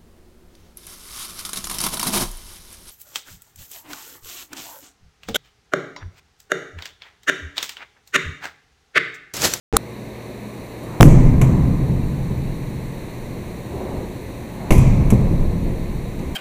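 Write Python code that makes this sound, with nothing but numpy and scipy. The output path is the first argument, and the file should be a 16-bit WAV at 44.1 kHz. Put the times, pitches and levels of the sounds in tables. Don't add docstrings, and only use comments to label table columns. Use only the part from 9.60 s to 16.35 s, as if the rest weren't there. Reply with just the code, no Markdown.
import sys
import numpy as np
from scipy import signal
from scipy.fft import rfft, irfft, next_fast_len
from scipy.io import wavfile

SR = 44100
rng = np.random.default_rng(int(sys.argv[2]) if len(sys.argv) > 2 else 0)


def digitize_waveform(pressure):
    field = np.atleast_2d(pressure).T
    bounded = np.clip(field, -1, 1)
    quanta = np.round(bounded * 32767).astype(np.int16)
    wavfile.write(sys.argv[1], SR, quanta)


N = 297675
TIME = np.arange(N) / SR
OPEN_S = .1699

# (frequency [Hz], level [dB], t60 [s])
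ROOM_MODES = [(21.4, -8.5, 2.05), (35.96, -10.5, 2.6), (74.5, -18, 4.2), (123.7, -26, 1.9),
              (132.5, -10, 3.5), (160.5, -20.5, 3.9), (174.6, -20.5, 6.4), (196.5, -20.5, 4.3),
              (259.7, -19, 2.3), (477, -38, 0.44)]


def wall_thuds():
    # (time [s], level [dB], rumble boost [dB], boom boost [dB])
    hits = [(1.4032, -1.5, -2, 2), (5.106, -5, 1.5, -2.5)]
    # (frequency [Hz], level [dB], t60 [s])
    ball_modes = [(68, -46, .09), (171, 0, 0.085), (315.5, -2, 0.12), (538, -1.5, 0.033)]
    # (frequency [Hz], level [dB])
    colour = [(18, 1.5), (30, 2), (44, -8.5), (62, -2.5), (88, -5.5), (135, -0.5), (200, -9.5), (280, -14),
              (420, -22), (650, -26.5), (1000, -42.5), (1400, -72.5), (3000, -55)]
    out, ball, standing = np.zeros(N), ring(ball_modes), ring(ROOM_MODES)
    for s, thud_db, _, boom_db in hits:
        out += from_db(thud_db) * later(s, from_db(boom_db) * ball + from_db(boom_db / 2) * standing)
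    for hz, band in noise_bands(colour):
        envelope = in_room(hz, near_db=-1, near_t60=0.36, rise=0.012)
        deep = 1 / (1 + (hz / 70) ** 2)
        hollow = np.exp(-(np.log2(hz / 170) / 0.88) ** 2)
        for s, thud_db, rumble_db, boom_db in hits:
            band_db = thud_db + rumble_db * deep + boom_db * hollow - 4.5
            out += from_db(band_db) * band * later(s, envelope)
    return out


def floor_thuds():
    # (time [s], level [dB], punch re level [dB])
    landings = [(1.834, -16.5, -17.5), (2.21, -26, -13), (2.701, -27.5, 4), (3.66, -29, -11),
                (4.158, -35, 5), (4.328, -27.5, -5), (5.524, -13, 5.5), (6.02, -29.5, 7),
                (6.582, -28.5, -3)]
    # (frequency [Hz], level [dB], t60 [s])
    floor_modes = [(121.7, 3, 0.2), (205, 5, 0.12), (299, -8, 0.045), (393, -4.5, 0.096), (577, -24, 0.094)]
    # (frequency [Hz], level [dB])
    colour = [(18, -41), (50, -8), (85, -2), (135, -3.5), (200, -8), (330, -10), (550, -15.5), (900, -32),
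              (1500, -53), (3000, -70)]
    out, punch, standing = np.zeros(N), ring(floor_modes), ring(ROOM_MODES)
    for s, thud_db, punch_db in landings:
        out += from_db(thud_db) * later(s, from_db(punch_db) * punch + from_db(2.5) * standing)
    for hz, band in noise_bands(colour, count=9):
        envelope = in_room(hz, near_db=3.5, near_t60=0.13, rise=0.024)
        out += band * sum(from_db(thud_db - 7) * later(s, envelope) for s, thud_db, _ in landings)
    return out


def slaps():
    # (time [s], level [dB], tilt [dB/octave], crack re level [dB], skin ring re level [dB])
    contacts = [(1.233, -61, 6.5, 12, -20), (1.4053, -27, -1, 10, -8.5), (1.4164, -38, 5.5, 6, -19),
                (1.814, -35.5, -1, 20, -11.5), (3.4145, -67, 2, 12, -12), (5.1061, -32, -2.5, 21.5, -6),
                (5.12, -38.5, 6, 0, 1), (5.18, -47, 1, 21, -24), (5.503, -41.5, 1, 22.5, -8),
                (6.5899, -47.5, -3, 6, -9)]
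    # (frequency [Hz], level [dB])
    colour = [(200, 10.5), (600, 1.5), (1050, 7.5), (1450, -6.5), (2350, -1), (3200, -9.5), (4000, -16),
              (5100, -20), (6000, -5), (7800, -6), (9500, -12), (11000, -4.5), (15000, -17)]
    # (frequency [Hz], level [dB])
    skin_colour = [(1500, -51), (2100, -8), (2400, -8), (2900, -21), (3600, -26), (5300, -28), (6050, -20),
                   (6900, -43), (8500, -50)]
    out, crack = np.zeros(N), dying(0.041, rise=0.0012)
    for hz, band in noise_bands(colour, count=10):
        tail = in_room(hz, near_db=-0.5, near_t60=0.18, rise=0.022)
        octaves = np.log2(max(hz, 500) / 3000)
        for s, db, tilt, crack_db, _ in contacts:
            out += from_db(db + tilt * octaves) * band * later(s, from_db(crack_db) * crack + tail)
    skin = noise(skin_colour)
    skin_tail = in_room(2070, near_db=19.0, near_t60=0.038, rise=0.043)
    for s, db, _, _, ring_db in contacts:
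        out += from_db(db + ring_db) * skin * later(s, skin_tail)
    return out


def swishes():
    # (time [s], half width [s], level [dB])
    throws = [(1.35, 0.1, -31), (5.06, 0.14, -32.5)]
    # (frequency [Hz], level [dB])
    colour = [(25, 2), (70, 3), (150, 7), (400, -8), (900, -5), (1500, -20), (2300, -25), (4000, -45),
              (12000, -70)]
    return noise(colour) * swells(throws)


def shuffles():
    # (time [s], half width [s], level [dB])
    slides = [(1.25, 0.059, -38), (4.19, 0.096, -28.5), (4.37, 0.11, -29.5)]
    # (frequency [Hz], level [dB])
    colour = [(35, -12), (80, 3), (150, -12), (260, -8), (370, -2), (520, -9), (900, -13), (1400, -30),
              (3000, -40), (12000, -75)]
    return noise(colour) * swells(slides)


def switch_on():
    # (frequency [Hz], level [dB])
    bump_colour = [(30, 11), (150, -0.5), (260, -2), (430, -6), (620, -17), (900, -21), (1400, -14),
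                   (2200, -22), (3200, -34), (4800, -33), (7000, -30), (12000, -53)]
    # (frequency [Hz], level [dB], t60 [s])
    bump_modes = [(130, -13, 0.014), (445, -14.5, 0.17), (802, -24, 0.54)]
    # (frequency [Hz], level [dB])
    static_colour = [(100, -3), (850, -11), (1050, 10.5), (1300, 9), (1800, -26), (2200, 8), (2700, -24),
                     (3400, -4.5), (6500, -8), (8200, 6.5), (9300, -14), (10100, 9), (11000, -8),
                     (15000, -6)]
    tick_s, bump_s, static_s = .1272, .1335, .1667
    tick = from_db(-11.5) * later(tick_s, dying(0.005, rise=.00005))
    bump = from_db(-15) * noise(bump_colour) * later(bump_s, dying(0.48, rise=0.00087))
    bump += later(bump_s, ring(bump_modes))
    static = from_db(-2) * noise(static_colour) * (TIME > static_s)
    return tick + (bump + static) * (TIME < OPEN_S)


def overload(x):
    # (time [s], flip length [s], crest height [x full scale])
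    cracks = [(1.4095, .00045, -2), (1.4297, .00025, 2)]
    polarity = np.ones(N)
    for s, length, peak in cracks:
        crest = np.exp(-((TIME - s) / 0.0016) ** 2)
        x = (1 - crest) * x + crest * peak
        polarity[(TIME >= s) & (TIME < s + length)] = -1
    return np.clip(x, -1, 1) * polarity


def ventilation():
    # (frequency [Hz], level [dB])
    rush = [(20, -16), (50, -2), (100, -5), (200, 0.5), (380, -2.5), (560, -4.5), (750, -11.5),
            (1050, -12.5), (1400, -27), (2100, -18), (2600, -24), (3200, -52), (6000, -36), (15000, -42)]
    # (frequency [Hz], level [dB])
    mid_hiss = [(1200, -30), (1500, -7), (1900, -2), (2500, -4), (3200, -13.5), (5000, -33)]
    # (frequency [Hz], level [dB])
    high_hiss = [(2500, -43), (3200, -8), (3800, 10), (4300, 9), (5100, -12), (5900, 3), (7000, -32),
                 (15000, -21)]
    # (frequency [Hz], level [dB])
    tones = [(118.4, -38.5), (209.9, -45), (360.7, -45)]
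    flow = from_db(-34.5) * noise(rush) + from_db(-51) * noise(mid_hiss)
    flow += from_db(-53) * noise(high_hiss)
    hum = sum(from_db(db) * np.sin(2 * np.pi * (hz * TIME + rng.random())) for hz, db in tones)
    return flow + np.sqrt(2) * hum


def mic_noise():
    # (frequency [Hz], level [dB])
    colour = [(2000, 6.5), (4200, 1), (5100, -62), (6000, 3.5), (8000, 3.5), (10500, 3), (12200, 0.5),
              (14500, 3.5)]
    creep_db, settle_s = 5, 1.5
    unsettled = np.maximum(1 - TIME / settle_s, 0)
    return from_db(-49 - creep_db * unsettled) * noise(colour)


def in_room(hz, near_db, near_t60, rise):
    # (frequency [Hz], t60 [s])
    room_t60 = [(25, 5.4), (70, 3.45), (140, 3.83), (300, 3.75), (600, 2.38), (1200, 3.3), (2400, 0.75),
                (6500, 0.81), (13000, 0.25)]
    return from_db(near_db) * dying(near_t60) + dying(at_hz(room_t60, hz), rise)


def dying(t60, rise=0.00092):
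    age = TIME[:int(1.5 * t60 * SR)]
    attack = -np.expm1(-age / rise)
    decay = np.exp(-np.log(1000) * age / t60)
    return np.pad(attack * decay, (0, N - len(age)))


def swells(events):
    return sum(from_db(db) * np.exp(-((TIME - s) / width) ** 2) for s, width, db in events)


def ring(modes):
    return sum(from_db(db) * dying(t60) * np.sin(2 * np.pi * hz * TIME) for hz, db, t60 in modes)


def noise_spectrum(colour):
    size = next_fast_len(N)
    hz = np.arange(size // 2 + 1) * SR / size
    gain = from_db(at_hz(colour, hz)) * (hz > 16)
    gain /= np.sqrt(np.mean(gain ** 2) + 1e-20)
    return hz, rfft(rng.standard_normal(size)) * gain


def noise(colour):
    return irfft(noise_spectrum(colour)[1], next_fast_len(N))[:N]


def noise_bands(colour, count=14):
    hz, bins = noise_spectrum(colour)
    edges = np.geomspace(16, 18000, count + 1)
    return [(np.sqrt(lo * hi), irfft(bins * (hz >= lo) * (hz < hi), next_fast_len(N))[:N])
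            for lo, hi in zip(edges, edges[1:])]


def at_hz(points, hz):
    knots, values = np.transpose(points)
    return np.interp(np.log(np.maximum(hz, 1)), np.log(knots), values)


def later(s, sound):
    start = int(s * SR)
    return np.concatenate([np.zeros(start), sound[:N - start]])


def from_db(db):
    return 10 ** (np.asarray(db) / 20)


def scene():
    # (delay [s], level [dB])
    near_echoes = [(0.0187, -17.5), (0.0293, -15)]
    bright = slaps() + swishes() + shuffles() + ventilation() + mic_noise()
    echoes = sum(from_db(db) * later(delay, bright) for delay, db in near_echoes)
    return (wall_thuds() + floor_thuds() + from_db(-1) * (bright + echoes))[None]


def record(dry):
    cutoff_hz = 15700
    clipped = overload(dry * (TIME > OPEN_S) + switch_on())
    return signal.sosfilt(signal.cheby2(20, 60, cutoff_hz, fs=SR, output="sos"), clipped)


dry = scene()
out = record(dry)
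digitize_waveform(out)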